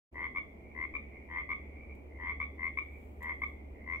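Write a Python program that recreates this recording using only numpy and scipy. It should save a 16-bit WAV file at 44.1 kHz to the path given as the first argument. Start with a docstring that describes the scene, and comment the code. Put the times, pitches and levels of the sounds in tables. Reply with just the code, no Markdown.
"""Two tree frogs trading calls

Two frogs call in turn from low plants, a little to the left: a long rising trill, then a short sharp one.
Every pulse rings the vocal sac and bounces off the ground and the leaves. Farther frogs answer over
a bed of distant engine drone and traffic; a faint rustle, two ticks and a thin bird note pass by."""
import sys
import numpy as np
from scipy import signal
from scipy.fft import rfft, irfft
from scipy.io import wavfile
from scipy.ndimage import uniform_filter1d

SR = 44100
rng = np.random.default_rng(int(sys.argv[2]) if len(sys.argv) > 2 else 0)


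def int16_out(signal):
    """Quantize to a 16-bit WAV file."""
    q = np.round(np.clip(np.atleast_2d(signal).T, -1, 1) * 32767)
    wavfile.write(sys.argv[1], SR, q.astype(np.int16))


N = 176400
TIME = np.arange(N) / SR


def undb(db):
    """Decibels to gain."""
    return 10 ** (np.asarray(db) / 20)


def unit(x):
    """Scale to rms 1."""
    return x / np.sqrt(np.mean(x ** 2))


def fader(points):
    """Level in dB, riding through (time, level) points."""
    return np.interp(TIME, *np.array(points).T)


def colour(x, points):
    """EQ by a curve of (frequency, gain) points."""
    hz, db = np.array(points, float).T
    size = N + SR // 10
    f = np.maximum(np.fft.rfftfreq(size, 1 / SR), 1)
    gain = undb(np.interp(np.log(f), np.log(hz), db))
    return irfft(rfft(x, size) * gain, size)[..., :N]


def noise(points):
    """Coloured noise at rms 1, unrelated left and right."""
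    return unit(colour(rng.standard_normal((2, N)), points))


def walk(rate_hz):
    """Smooth random motion with a spread of 1."""
    hold = max(1, int(SR / rate_hz))
    steps = rng.standard_normal(4096)[np.arange(N) // hold % 4096]
    return unit(uniform_filter1d(uniform_filter1d(steps, hold), hold))


def delay(x, seconds):
    """Delay by any fraction of a sample."""
    size = N + SR // 10
    shift = np.exp(-2j * np.pi * np.fft.rfftfreq(size, 1 / SR) * seconds)
    return irfft(rfft(x, size) * shift, size)[:N]


def echoes(x, t60):
    """Dense reflections that die away, different in each ear, with no overall colour."""
    t = np.arange(SR) / SR
    envelope = undb(-60 * t / t60) * (1 - np.exp(-t / .004))
    spectrum = rfft(rng.standard_normal((2, SR)) * envelope)
    spectrum /= np.sqrt(uniform_filter1d(abs(spectrum) ** 2, size=300))
    return signal.fftconvolve(x[None], irfft(spectrum, SR), axes=1)[:, :N]


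# Fader ride of the drone (time [s], level [dB])
DRONE_RIDE = [(.1, -57), (0.849, -52.5), (1.598, -52.5), (2.302, -48.5), (3.101, -50), (4, -48.5)]
def engine_drone():
    """A far engine: one wavering low tone, leaning right."""
    hz = 71 * (1 + .016 * walk(4))
    tone = unit(np.sin(2 * np.pi * np.cumsum(hz) / SR))
    pan = undb([[-.8], [.7]])
    return tone * undb(fader(DRONE_RIDE) + .8 * walk(12)) * pan


# Tone of the traffic bed (frequency [Hz], gain [dB])
TRAFFIC_EQ = [(20, -2.5), (35, -20), (52, 8.5), (68, 6.5), (90, -2.5), (125, -6), (175, -8), (220, 0),
              (320, -2), (450, -6), (650, -12), (850, -17.5), (1200, -29), (1600, -38), (2800, -40),
              (4000, -59.5), (8000, -68.5)]
# Its stereo width (frequency [Hz], side over mid [dB])
TRAFFIC_WIDTH = [(30, -17), (70, -15), (130, -17.5), (260, -10.5), (500, -5), (1000, 3.5), (3000, 9.5)]
def traffic():
    """A wash of distant traffic, the bass alike in both ears."""
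    mid, side = noise(TRAFFIC_EQ)
    wash = mid + colour(side, TRAFFIC_WIDTH) * np.array([[1], [-1]])
    return wash * undb(-52.5 + .5 * walk(4))


# Tone of the rustle and ticks (frequency [Hz], gain [dB])
RUSTLE_EQ = [(3000, 2.5), (5500, -14), (7500, -0.5), (10000, -7), (14000, 1.5), (16000, -3)]
# Fader ride of the rustle (time [s], level [dB])
RUSTLE_RIDE = [(2.4, -100), (2.8, -82), (3.02, -75), (3.17, -80), (3.27, -75.5), (3.38, -82), (3.47, -73.5),
               (3.6, -92)]
# Tick cues (time [s], level [dB])
TICK_CUES = [(1.951, -68.5), (3.227, -55.5)]
def rustle(tick_decay_s=.0075):
    """A faint high rustle with two dry ticks."""
    gain = undb(fader(RUSTLE_RIDE))
    for at, db in TICK_CUES:
        gain += undb(db) * (TIME >= at) * np.exp(-abs(TIME - at) / tick_decay_s)
    return gain * noise(RUSTLE_EQ)


def bird(start_s=3.88, length_s=.13):
    """One thin falling note from far off, all reverb."""
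    progress = np.clip((TIME - start_s) / length_s, 0, 1)
    hz = np.interp(progress, [0, 1], [6150, 5400]) * (1 + .018 * walk(400))
    note = np.sin(np.pi * progress) * np.sin(2 * np.pi * np.cumsum(hz) / SR)
    return undb(-77) * echoes(note, t60=.13)


# Tone of the chorus (frequency [Hz], gain [dB])
CHORUS_EQ = [(1500, -40.5), (1850, -12.5), (2050, -4.5), (2250, -2), (2400, -0.5), (2600, -20),
             (3400, -36.5), (4000, -61)]
# Its fader ride (time [s], level [dB])
CHORUS_RIDE = [(.2, -65.5), (1.1, -54), (1.9, -65.5), (2.6, -61), (3.1, -62.5), (4, -65.5)]
def frog_chorus():
    """Many frogs melt into a band of noise that swells and flutters."""
    return noise(CHORUS_EQ) * undb(fader(CHORUS_RIDE) + 7 * walk(2) + walk(130))


def burst(t, length, skew=.6):
    """Envelope of one pulse: quick attack, peak at t = 0, slower release."""
    progress = np.clip(t / length + .5 ** (1 / skew), 0, 1)
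    return np.sin(np.pi * progress ** skew) ** 2


def pulse_times(first, last, gap_s=.0121, jitter_s=.00019):
    """Nearly even pulse times, and their progress through the note from 0 to 1."""
    count = max(2, round((last - first) / gap_s) + 1)
    jitter = jitter_s * np.resize(rng.standard_normal(20), count)
    return np.linspace(first, last, count) + jitter, np.linspace(0, 1, count)


def trill(times, levels, pitches, fundamental_db, overtone_db, pulse_s=.0081):
    """Bursts of three partials, the second lifted by the vocal sac; returns tone and envelope."""
    out = np.zeros((2, N))
    for at, db, hz, scatter in zip(times, levels, pitches, rng.standard_normal(20)):
        span = np.arange(max(0, int((at - pulse_s) * SR)), min(N, int((at + pulse_s) * SR)))
        t = span / SR - at
        phase = 2 * np.pi * hz * t * (1 + .017 * t / pulse_s)  # each pulse bends up
        envelope = burst(t, pulse_s)
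        tone = envelope * (np.sin(2 * phase) + undb(overtone_db) * np.sin(3.12 * phase))
        fundamental = burst(t + .0007, pulse_s) * np.sin(1.0134 * phase)  # speaks just ahead
        mellow_db = .21 * (max(levels) - db)  # softer pulses sound rounder
        tone += undb(fundamental_db + mellow_db) * fundamental
        out[:, span] += undb(db + 1.07 * scatter) * np.array([tone, envelope])
    return out


# Far answers (start [s], end [s], level before the dry/wet mix [dB], pitch [Hz])
FAR_CUES = [(0.608, 0.729, -51.5, 1113), (1.124, 1.17, -43, 1074), (1.709, 1.835, -47.5, 1118),
            (1.883, 1.925, -44.5, 1139), (2.099, 2.175, -49, 1043), (2.85, 2.959, -48.5, 1140),
            (3.749, 3.844, -47.5, 1040)]
def far_frogs():
    """Single trills that swell in, blurred by distance, over the chorus."""
    voice = np.zeros(N)
    for first, last, db, hz in FAR_CUES:
        times, progress = pulse_times(first, last)
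        levels = db - 8 * (1 - progress) ** 3
        pitches = hz * (.98 + .03 * progress)
        voice += trill(times, levels, pitches, fundamental_db=-21, overtone_db=-51)[0]
    return frog_chorus() + .66 * voice + .78 * echoes(voice, t60=.4)


# Long trills (start [s], end [s], base level [dB], target pitch [Hz], rise depth [exponent], frog [0/1])
LONG_CUES = [(0.1465, 0.2673, -26.5, 1066, 0.81, 0), (0.7523, 0.8528, -25.5, 1090, 1.14, 1),
             (1.2905, 1.4096, -27, 1064, .9, 0), (2.1897, 2.3199, -26, 1092, 1.3, 0),
             (2.5838, 2.6798, -25.5, 1101, 1.1, 1), (3.2092, 3.321, -26.5, 1059, .8, 0),
             (3.865, 3.9606, -25, 1109, 1.3, 1)]
# Their contour (progress [0-1], level offset [dB], pitch at depth 1 [ratio])
LONG_CONTOUR = [(0, -19.5, .925), (.12, -9, 0.931), (.5, -3.5, 0.95), (0.798, 1, 0.98), (1, -3.5, 0.99)]
def long_trills(frog, fundamental_db, overtone_db):
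    """The call's opening: a pulse train that swells and climbs."""
    knots, swell_db, rise = np.array(LONG_CONTOUR).T
    out = np.zeros((2, N))
    for first, last, db, hz, depth, caller in LONG_CUES:
        if caller == frog:
            times, progress = pulse_times(first, last)
            levels = db + np.interp(progress, knots, swell_db)
            pitches = hz * np.interp(progress, knots, rise) ** depth
            out += trill(times, levels, pitches, fundamental_db, overtone_db)
    return out


# Short trills (start [s], end [s], base level [dB], pitch [Hz], first pulse trim [dB], frog [0/1])
SHORT_CUES = [(0.3512, 0.385, -24, 1092, -12.5, 0), (0.9416, 0.966, -23, 1134, -10, 1),
              (1.4938, 1.5296, -23, 1084, -7.5, 0), (2.4035, 2.4290, -22.5, 1095, -2, 0),
              (2.7762, 2.789, -17, 1114, -4.5, 1), (3.421, 3.438, -19, 1079, -7.5, 0)]
def short_trills(frog, fundamental_db, overtone_db):
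    """The call's closing accent: a soft pickup pulse, then a sharp hit."""
    out = np.zeros((2, N))
    for first, last, db, hz, pickup_db, caller in SHORT_CUES:
        if caller == frog:
            times, progress = pulse_times(first, last)
            levels = db + pickup_db * (progress == 0) - 3.5 * progress ** 2
            pitches = hz * (1 + .023 * (progress - .5))
            out += trill(times, levels, pitches, fundamental_db, overtone_db, pulse_s=.01)
    return out


# Voice and placement of each frog
# (fundamental [dB], overtone [dB], right ear [dB], right ear lead [ms], bounce delay [ms], bounce [dB])
LEAD_FROGS = [(-11.5, -34, -5.5, 0.11, 6.1, -5.5), (-15, -38, -7.5, 0.12, 2.9, -5.5)]
# Tone of the rasp (frequency [Hz], gain [dB])
RASP_EQ = [(400, -21.5), (800, -6), (1250, -5), (1650, 5.5), (2300, 2.5), (2750, -5.5), (3400, -6),
           (3900, -20.5), (5500, -31.5)]
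# Tone of the leaf reflections (frequency [Hz], gain [dB])
LEAF_EQ = [(600, -3.5), (1000, 1.5), (1250, 8.5), (1700, 0), (2100, 3), (2400, 5), (3300, 5.5)]
# Tone of the reverb tail (frequency [Hz], gain [dB])
TAIL_EQ = [(500, -15), (1100, -14), (1600, -6.5), (2000, 2), (2330, -8), (2800, -9), (3250, 7), (3600, 6),
           (4000, -1)]
def near_frog(frog, leaf_send_db):
    """One frog up front with a slight rasp, a ground bounce, leaf scatter and a soft tail."""
    fundamental_db, overtone_db, right_db, lead_ms, bounce_ms, bounce_db = LEAD_FROGS[frog]
    calls = long_trills(frog, fundamental_db, overtone_db)
    calls += short_trills(frog, fundamental_db, overtone_db)
    tone, envelope = calls
    voice = tone + undb(-31) * envelope * noise(RASP_EQ)[0]
    left = voice + undb(bounce_db) * delay(voice, bounce_ms / 1000)
    shadow = [(1400, .49 * right_db), (2000, right_db)]  # the right ear is shaded less in the lows
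    right = colour(delay(left, -lead_ms / 1000), shadow)
    leaves = undb(leaf_send_db) * colour(echoes(voice, t60=.19), LEAF_EQ)
    tail = undb(-12) * colour(echoes(voice, t60=.65), TAIL_EQ)
    return np.array([left, right]) + leaves + tail


def scene():
    """The two lead frogs over their ambience."""
    leads = near_frog(0, leaf_send_db=-8) + near_frog(1, leaf_send_db=-12)
    return leads + far_frogs() + engine_drone() + traffic() + rustle() + bird()


# Tone of the noise floor (frequency [Hz], gain [dB])
HISS_EQ = [(1000, 0), (4000, 0.29), (6000, -0.65), (10000, -1), (14000, 0.35)]
def record(dry, top_hz=15700):
    """Master chain: a little hiss, a quick fade-in after a moment's silence and a steep high cut."""
    fade = np.clip((TIME - .11) / .021, 0, 1) ** 2
    heard = (dry + undb(-82.5) * noise(HISS_EQ)) * fade
    return signal.sosfilt(signal.ellip(10, .2, 80, top_hz, fs=SR, output="sos"), heard)


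dry = scene()
out = record(dry)
int16_out(out)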